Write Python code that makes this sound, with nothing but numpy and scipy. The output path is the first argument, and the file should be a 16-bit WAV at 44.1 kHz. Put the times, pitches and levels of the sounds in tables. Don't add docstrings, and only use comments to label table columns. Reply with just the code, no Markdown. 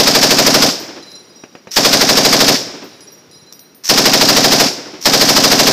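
import sys
import numpy as np
from scipy import signal
from scipy.fft import rfft, irfft
from scipy.io import wavfile
from scipy.ndimage import uniform_filter1d

SR = 44100
rng = np.random.default_rng(int(sys.argv[2]) if len(sys.argv) > 2 else 0)


def unload_wav(signal):
    wavfile.write(
        sys.argv[1],
        SR,
        np.round(np.clip(np.atleast_2d(signal).T, -1, 1) * 32767).astype(np.int16),
    )


N = 252472

# [f/Hz, relative level/dB]
BELT_COLOUR = [(100, -34), (500, -25), (1500, -14), (3200, -12.5), (4600, -6.5), (5600, 5), (6300, -4),
               (7500, -14), (10000, -22), (13000, -16), (16000, -22)]
# [f/Hz, relative level/dB]
HILLS_COLOUR = [(30, -44), (80, -11), (170, -1.5), (420, -1), (750, -10.5), (1500, -13.5), (3500, -18.5),
                (5500, -14.5), (8000, -34.5), (15000, -31)]


def gain_of(db):
    return 10 ** (np.asarray(db) / 20)


def read(points, hz):
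    f, value = np.transpose(points)
    return np.interp(np.log(hz + 1), np.log(f + 1), value)


def clock(size):
    return np.arange(size) / SR


def add(mix, s, sound):
    at = round(s * SR)
    sound = sound[max(-at, 0):]
    part = mix[max(at, 0):][:len(sound)]
    part += sound[:len(part)]


def band(x, low_hz, high_hz):
    edges_hz = [low_hz, min(high_hz, SR / 2 - 1)]
    return signal.sosfilt(signal.butter(2, edges_hz, "band", fs=SR, output="sos"), x)


def noise(colour, size):
    hz = np.fft.rfftfreq(size, 1 / SR)
    phases = np.exp(2j * np.pi * rng.random(len(hz)))
    x = irfft(gain_of(read(colour, hz)) * phases, size)
    return x / x.std()


def puff(colour, db, decay, rise=0.00057, size=8192):
    t = clock(size)
    envelope = (1 - np.exp(-t / rise)) * np.exp(-t / decay)
    return gain_of(db) * noise(colour, size) * envelope


def blast(t, push_ms):
    u = np.maximum(t, 0) * 1000 / push_ms
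    return (t >= 0) * (1 - u) * np.exp(-u)


def rattle(colour, db, decay, grain_db=1.5, rise=0.00057, size=8192):
    t, hz = clock(size), np.fft.rfftfreq(size, 1 / SR)
    knocks = uniform_filter1d(rng.standard_normal(size), size=48)
    grain = gain_of(grain_db * np.minimum(knocks / knocks.std(), 2))
    drive = rng.standard_normal(size) * grain
    x = irfft(rfft(drive) * gain_of(read(colour, hz)), size)
    envelope = (1 - np.exp(-t / rise)) * np.exp(-t / decay)
    return gain_of(db) * x / x.std() * envelope


def ring(modes, struck_hz, lift_db=10, detune=0.00146, spin_hz=11, tumble=0.86, rise=.00097, size=32768):
    t = clock(size)
    hz, db, t60 = np.transpose(modes)[:, :, None]
    pitch, strength, phase, spin, facing = rng.standard_normal((5, len(modes), 1))
    lift = lift_db * np.exp(-((hz - struck_hz) / 520) ** 2)
    db = db + 2.0 * strength + lift
    fade_db = -60 * t / t60
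    turn_hz = spin_hz * np.exp(.3 * spin)
    turning = 1 - tumble * np.sin(2 * np.pi * turn_hz * t + facing) ** 2
    tones = np.sin(2 * np.pi * (hz * (1 + detune * pitch) * t + phase))
    return (gain_of(db + fade_db) * turning * tones).sum(0) * (1 - np.exp(-t / rise))


def firing():
    # [first shot t/s, count of rounds, rounds a minute at the start, in the middle, at the end]
    bursts = [(-.0091, 9, 763.6, 764.6, 758.7), (1.7654, 10, 736, 752.3, 787.2),
              (3.8947, 10, 750.3, 785, 760.6), (5.0545, 9, 769.8, 797.5, 772.7)]
    shot_db, uneven_db = 0.8, 0.5
    boom_first_db, boom_last_db = -2.9, -0.45
    shots = []
    for start, count, *per_minute in bursts:
        cycles = 60 / np.interp(np.linspace(0, 1, count - 1), [0, .5, 1], per_minute)
        times = start + np.r_[0, np.cumsum(cycles)]
        levels = shot_db + uneven_db * rng.standard_normal(count)
        booms = np.linspace(boom_first_db, boom_last_db, count)
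        shots += zip(times, levels, booms)
    return shots


def muzzle(shots):
    # [delay/ms, level/dB, pressure push/ms]
    paths = [(.6, -44, 0.15), (5.32, -5, 1.57), (12.29, 2, 0.48), (16.99, -1, 0.33), (20.88, 8, 0.58),
             (25.8, -10.5, 0.96), (30.79, -0.5, 1), (33.86, 3, 0.78), (41.68, 0, 0.46), (47.04, -10, 0.45),
             (54.48, 0, 0.48), (65.2, -6, 0.81)]
    # [f/Hz, relative level/dB]
    crack_colour = [(60, -28), (200, -8), (500, 3.5), (1000, 2), (1600, 0.5), (3000, -0.5), (4200, 2.5),
                    (5050, 6), (6300, -4.5), (8000, -9.5), (10000, -26), (13000, -8.5), (16000, -18)]
    # [f/Hz, relative level/dB]
    scatter_colour = [(40, -37), (100, -10.5), (170, -15), (300, -3.5), (700, 2), (1100, -4.5),
                      (1600, -2.5), (3000, -7), (6000, -37), (10000, -42.5)]
    t, out = clock(size=8192), np.zeros(N)
    arrivals = sum(gain_of(db) * blast(t - ms / 1000, push) for ms, db, push in paths)
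    boom = gain_of(2.5) * band(arrivals, low_hz=155.6, high_hz=910)
    boom += gain_of(-9.0) * band(arrivals, low_hz=420, high_hz=576) * (t < .04)
    late, hollow_hz = t - .0663, 255
    boom -= gain_of(-11) * np.cos(2 * np.pi * hollow_hz * late) * np.exp(-(late / 0.0077) ** 2)
    surroundings = (1 - np.exp(-t / 0.0037)) * np.exp(-t / 0.084) / (1 + np.exp((t - .078) / 0.001))
    boom += gain_of(-18.5) * noise(scatter_colour, len(t)) * surroundings
    roar = (1 - np.exp(-t / 0.0011)) / (1 + np.exp((t - .022) / 0.0045))
    for s, db, boom_db in shots:
        crack = gain_of(-5.5) * noise(crack_colour, len(t)) * roar
        leaves = gain_of(-20.5) * noise(scatter_colour, len(t)) * surroundings
        add(out, s, gain_of(db) * (gain_of(boom_db) * boom + crack + leaves))
        add(out, s + .066, gain_of(db - 10) * band(crack, low_hz=1000, high_hz=3200))
    return out


def action(shots, jitter=.001, uneven_db=0.9):
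    # [delay after the shot/s, level/dB, decay/s]
    cycle = [(-.007, -14.5, 0.0063), (.003, -5.5, 0.02), (.026, -13.5, 0.013), (0.04, -10.5, 0.022),
             (0.063, -13.5, 0.046)]
    # [f/Hz, relative level/dB]
    steel_colour = [(100, -47), (400, -2), (1200, -19.5), (3000, -9), (4200, -2), (5000, 3), (5600, 1),
                    (6500, -5.5), (8000, -14), (10000, -22.5), (13000, -17), (16000, -29)]
    out = np.zeros(N)
    for s, *_ in shots:
        for delay, db, decay in cycle:
            late, force = rng.standard_normal(2)
            blow = rattle(steel_colour, db + uneven_db * force, decay)
            add(out, s + delay + jitter * late, blow)
    return out


def run_up(count=4, grain_db=-2.5):
    # [t/s, length of the run/s, level/dB]
    run_ups = [(1.7095, .051, -16), (3.837, 0.052, -14), (5.008, 0.051, -19.5)]
    release_db, chamber_db = -8, 7
    drag_first_db, drag_last_db = -5.5, -3.5
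    drag_delay_s, drag_decay_s = .005, 0.014
    out = np.zeros(N)
    for s, length, db in run_ups:
        add(out, s, rattle(BELT_COLOUR, db + release_db, decay=0.0057, rise=.002))
        jerks = np.linspace(drag_delay_s, length, count, endpoint=False)
        drags = np.linspace(drag_first_db, drag_last_db, count)
        for delay, drag_db in zip(jerks, drags):
            add(out, s + delay, rattle(BELT_COLOUR, db + drag_db, drag_decay_s, grain_db))
        add(out, s + length, rattle(BELT_COLOUR, db + chamber_db, decay=0.021))
    return out


def spent_metal(shots):
    # [t/s, tick level/dB, ring level/dB, favoured tone f/Hz]
    links = [(1.025, -48, -42, 4050), (1.081, -48, -44.5, 4050), (1.117, -27, -41.5, 4130),
             (1.152, -55, -40.5, 5560), (1.28, -55, -47.5, 4960), (1.3585, -58, -45.5, 5740),
             (3.0066, -26, -42, 10800), (3.073, -33, -46.5, 5668), (3.312, -32, -48, 10600),
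             (3.328, -44, -41, 4600), (3.46, -52, -50, 4066), (3.534, -41, -50, 5560),
             (3.605, -40, -53.5, 4066)]
    # [t/s, tick level/dB, ring level/dB]
    cases = [(0.795, -42, -29), (2.838, -42, -38), (3.1192, -44, -37), (3.5245, -21, -30),
             (3.593, -26.5, -32), (3.747, -39, -34)]
    # [f/Hz, level/dB, time to fall by 60 dB/s]
    link_modes = [(3850, -7.5, 0.66), (4060, -1, 0.55), (4960, -1.5, 0.49), (5660, -2, 0.32),
                  (5680, -2.5, 1), (7110, -11, 0.7), (8280, -17, 0.39), (9330, -19.5, 1),
                  (10680, -10.5, 0.61), (12680, -19, .4), (14250, -18, .4)]
    # [f/Hz, level/dB, time to fall by 60 dB/s]
    case_modes = [(9570, -17, 0.36), (12420, -12, 0.32), (14630, -1, 0.24), (14760, -12, .3)]
    flip_s, flip_db = 0.0092, -9
    stray_fall_s, stray_spread_s, stray_db = 0.46, 0.67, -52
    out = np.zeros(N)
    for s, tick_db, ring_db, hz in links:
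        add(out, s, puff(BELT_COLOUR, tick_db, decay=0.0016))
        add(out, s, gain_of(ring_db) * ring(link_modes, hz))
    for s, tick_db, ring_db in cases:
        add(out, s, puff(BELT_COLOUR, tick_db, decay=0.0019))
        add(out, s + flip_s, puff(BELT_COLOUR, tick_db + flip_db, decay=0.0014))
        case_ring = ring(case_modes, struck_hz=14630, lift_db=-6.0, tumble=0.52)
        add(out, s, gain_of(ring_db) * case_ring)
    strays = [ring(link_modes, hz, size=16384) for hz, *_ in link_modes]
    for s, *_ in shots:
        landing_s = s + stray_fall_s + stray_spread_s * rng.random()
        add(out, landing_s, gain_of(stray_db) * strays[rng.integers(len(strays))])
    return out


def far_gun():
    # [t/s, level/dB]
    far_shots = [(1.4374, -18), (1.552, -18), (1.672, -17.5)]
    # [t/s, level/dB]
    thuds = [(3.284, -32), (3.357, -28.5), (3.422, -27)]
    # [f/Hz, relative level/dB]
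    pop_colour = [(40, -31), (100, -4), (200, 1), (600, 0), (1200, -9), (2100, -10), (2700, -6),
                  (3400, -21), (6000, -18), (9000, -42)]
    t, out = clock(size=8192), np.zeros(N)
    for s, db in far_shots:
        pop = band(blast(t, push_ms=0.92), low_hz=140.3, high_hz=2604)
        pop += puff(pop_colour, -2.5, decay=0.0028, rise=0.0028)
        pop += puff(pop_colour, -17.0, decay=0.018)
        add(out, s, gain_of(db) * pop)
    for s, db in thuds:
        add(out, s, gain_of(db) * band(blast(t, push_ms=2.7), low_hz=94.5, high_hz=180))
    return out


def slap_back(shots):
    # [delay/s, level/dB, decay/s]
    slopes = [(0.253, -44, 0.035), (0.335, -25.5, 0.036), (.5, -41.5, .04)]
    # [f/Hz, relative level/dB]
    slap_colour = [(60, -17), (150, -15.5), (310, -0.5), (420, -5.5), (700, -15), (2000, -21), (5000, -25),
                   (9000, -49)]
    out = np.zeros(N)
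    for delay, db, decay in slopes:
        for s, shot_db, _ in shots:
            add(out, s + delay, puff(slap_colour, db + shot_db, decay, rise=0.0081))
    return out


def valley(shots):
    # [f/Hz, relative level/dB]
    valley_colour = [(30, -40), (80, 0), (160, 7), (300, 3), (600, 6), (1200, -9), (3000, -9.5),
                     (4200, -5.5), (5300, 4), (6500, -7), (9500, -23), (15000, -22)]
    # [f/Hz, time to fall by 60 dB/s]
    valley_t60 = [(100, 0.56), (400, 0.68), (2000, 1.25), (5000, 0.95), (8000, 0.83), (14000, 0.6)]
    t, out = clock(size=4 * SR), np.zeros(N)
    hz, when, z = signal.stft(noise(valley_colour, len(t)), SR, nperseg=512)
    fade_db = -60 * when / read(valley_t60, hz)[:, None]
    trees = signal.istft(z * gain_of(fade_db), SR, nperseg=512)[1][:len(t)]
    echo = gain_of(-18) * trees * (1 - np.exp(-t / 0.013))
    hills_envelope = (1 - np.exp(-t / 0.31)) * np.exp(-t / 1.32)
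    echo += gain_of(-49.5) * noise(HILLS_COLOUR, len(t)) * hills_envelope
    for s, db, _ in shots:
        add(out, s, gain_of(db) * echo)
    return out


def thump(db=-27.0, swing=0.0074):
    u, out = clock(size=4096) / swing, np.zeros(N)
    for s, *_ in firing():
        add(out, s - .002, -gain_of(db) * u ** 2 * np.exp(2 * (1 - u)))
    return out


def scene():
    shots = firing()
    gun = muzzle(shots) + action(shots) + run_up()
    echoes = slap_back(shots) + valley(shots)
    air = gain_of(-58.0) * noise(HILLS_COLOUR, N)
    return (gun + echoes + spent_metal(shots) + far_gun() + air)[None]


def record(dry, ceiling=0.75, knee=3.74):
    edge_hz = 15550
    clipped = dry / (1 + np.abs(dry / ceiling) ** knee) ** (1 / knee)
    low_cut = signal.butter(2, 75, "high", fs=SR, output="sos")
    thumping = signal.sosfiltfilt(low_cut, clipped) + thump()
    treble_cut = signal.firwin(511, edge_hz, window=("kaiser", 9), fs=SR)
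    return signal.oaconvolve(thumping, treble_cut[None], "same")


dry = scene()
out = record(dry)
unload_wav(out)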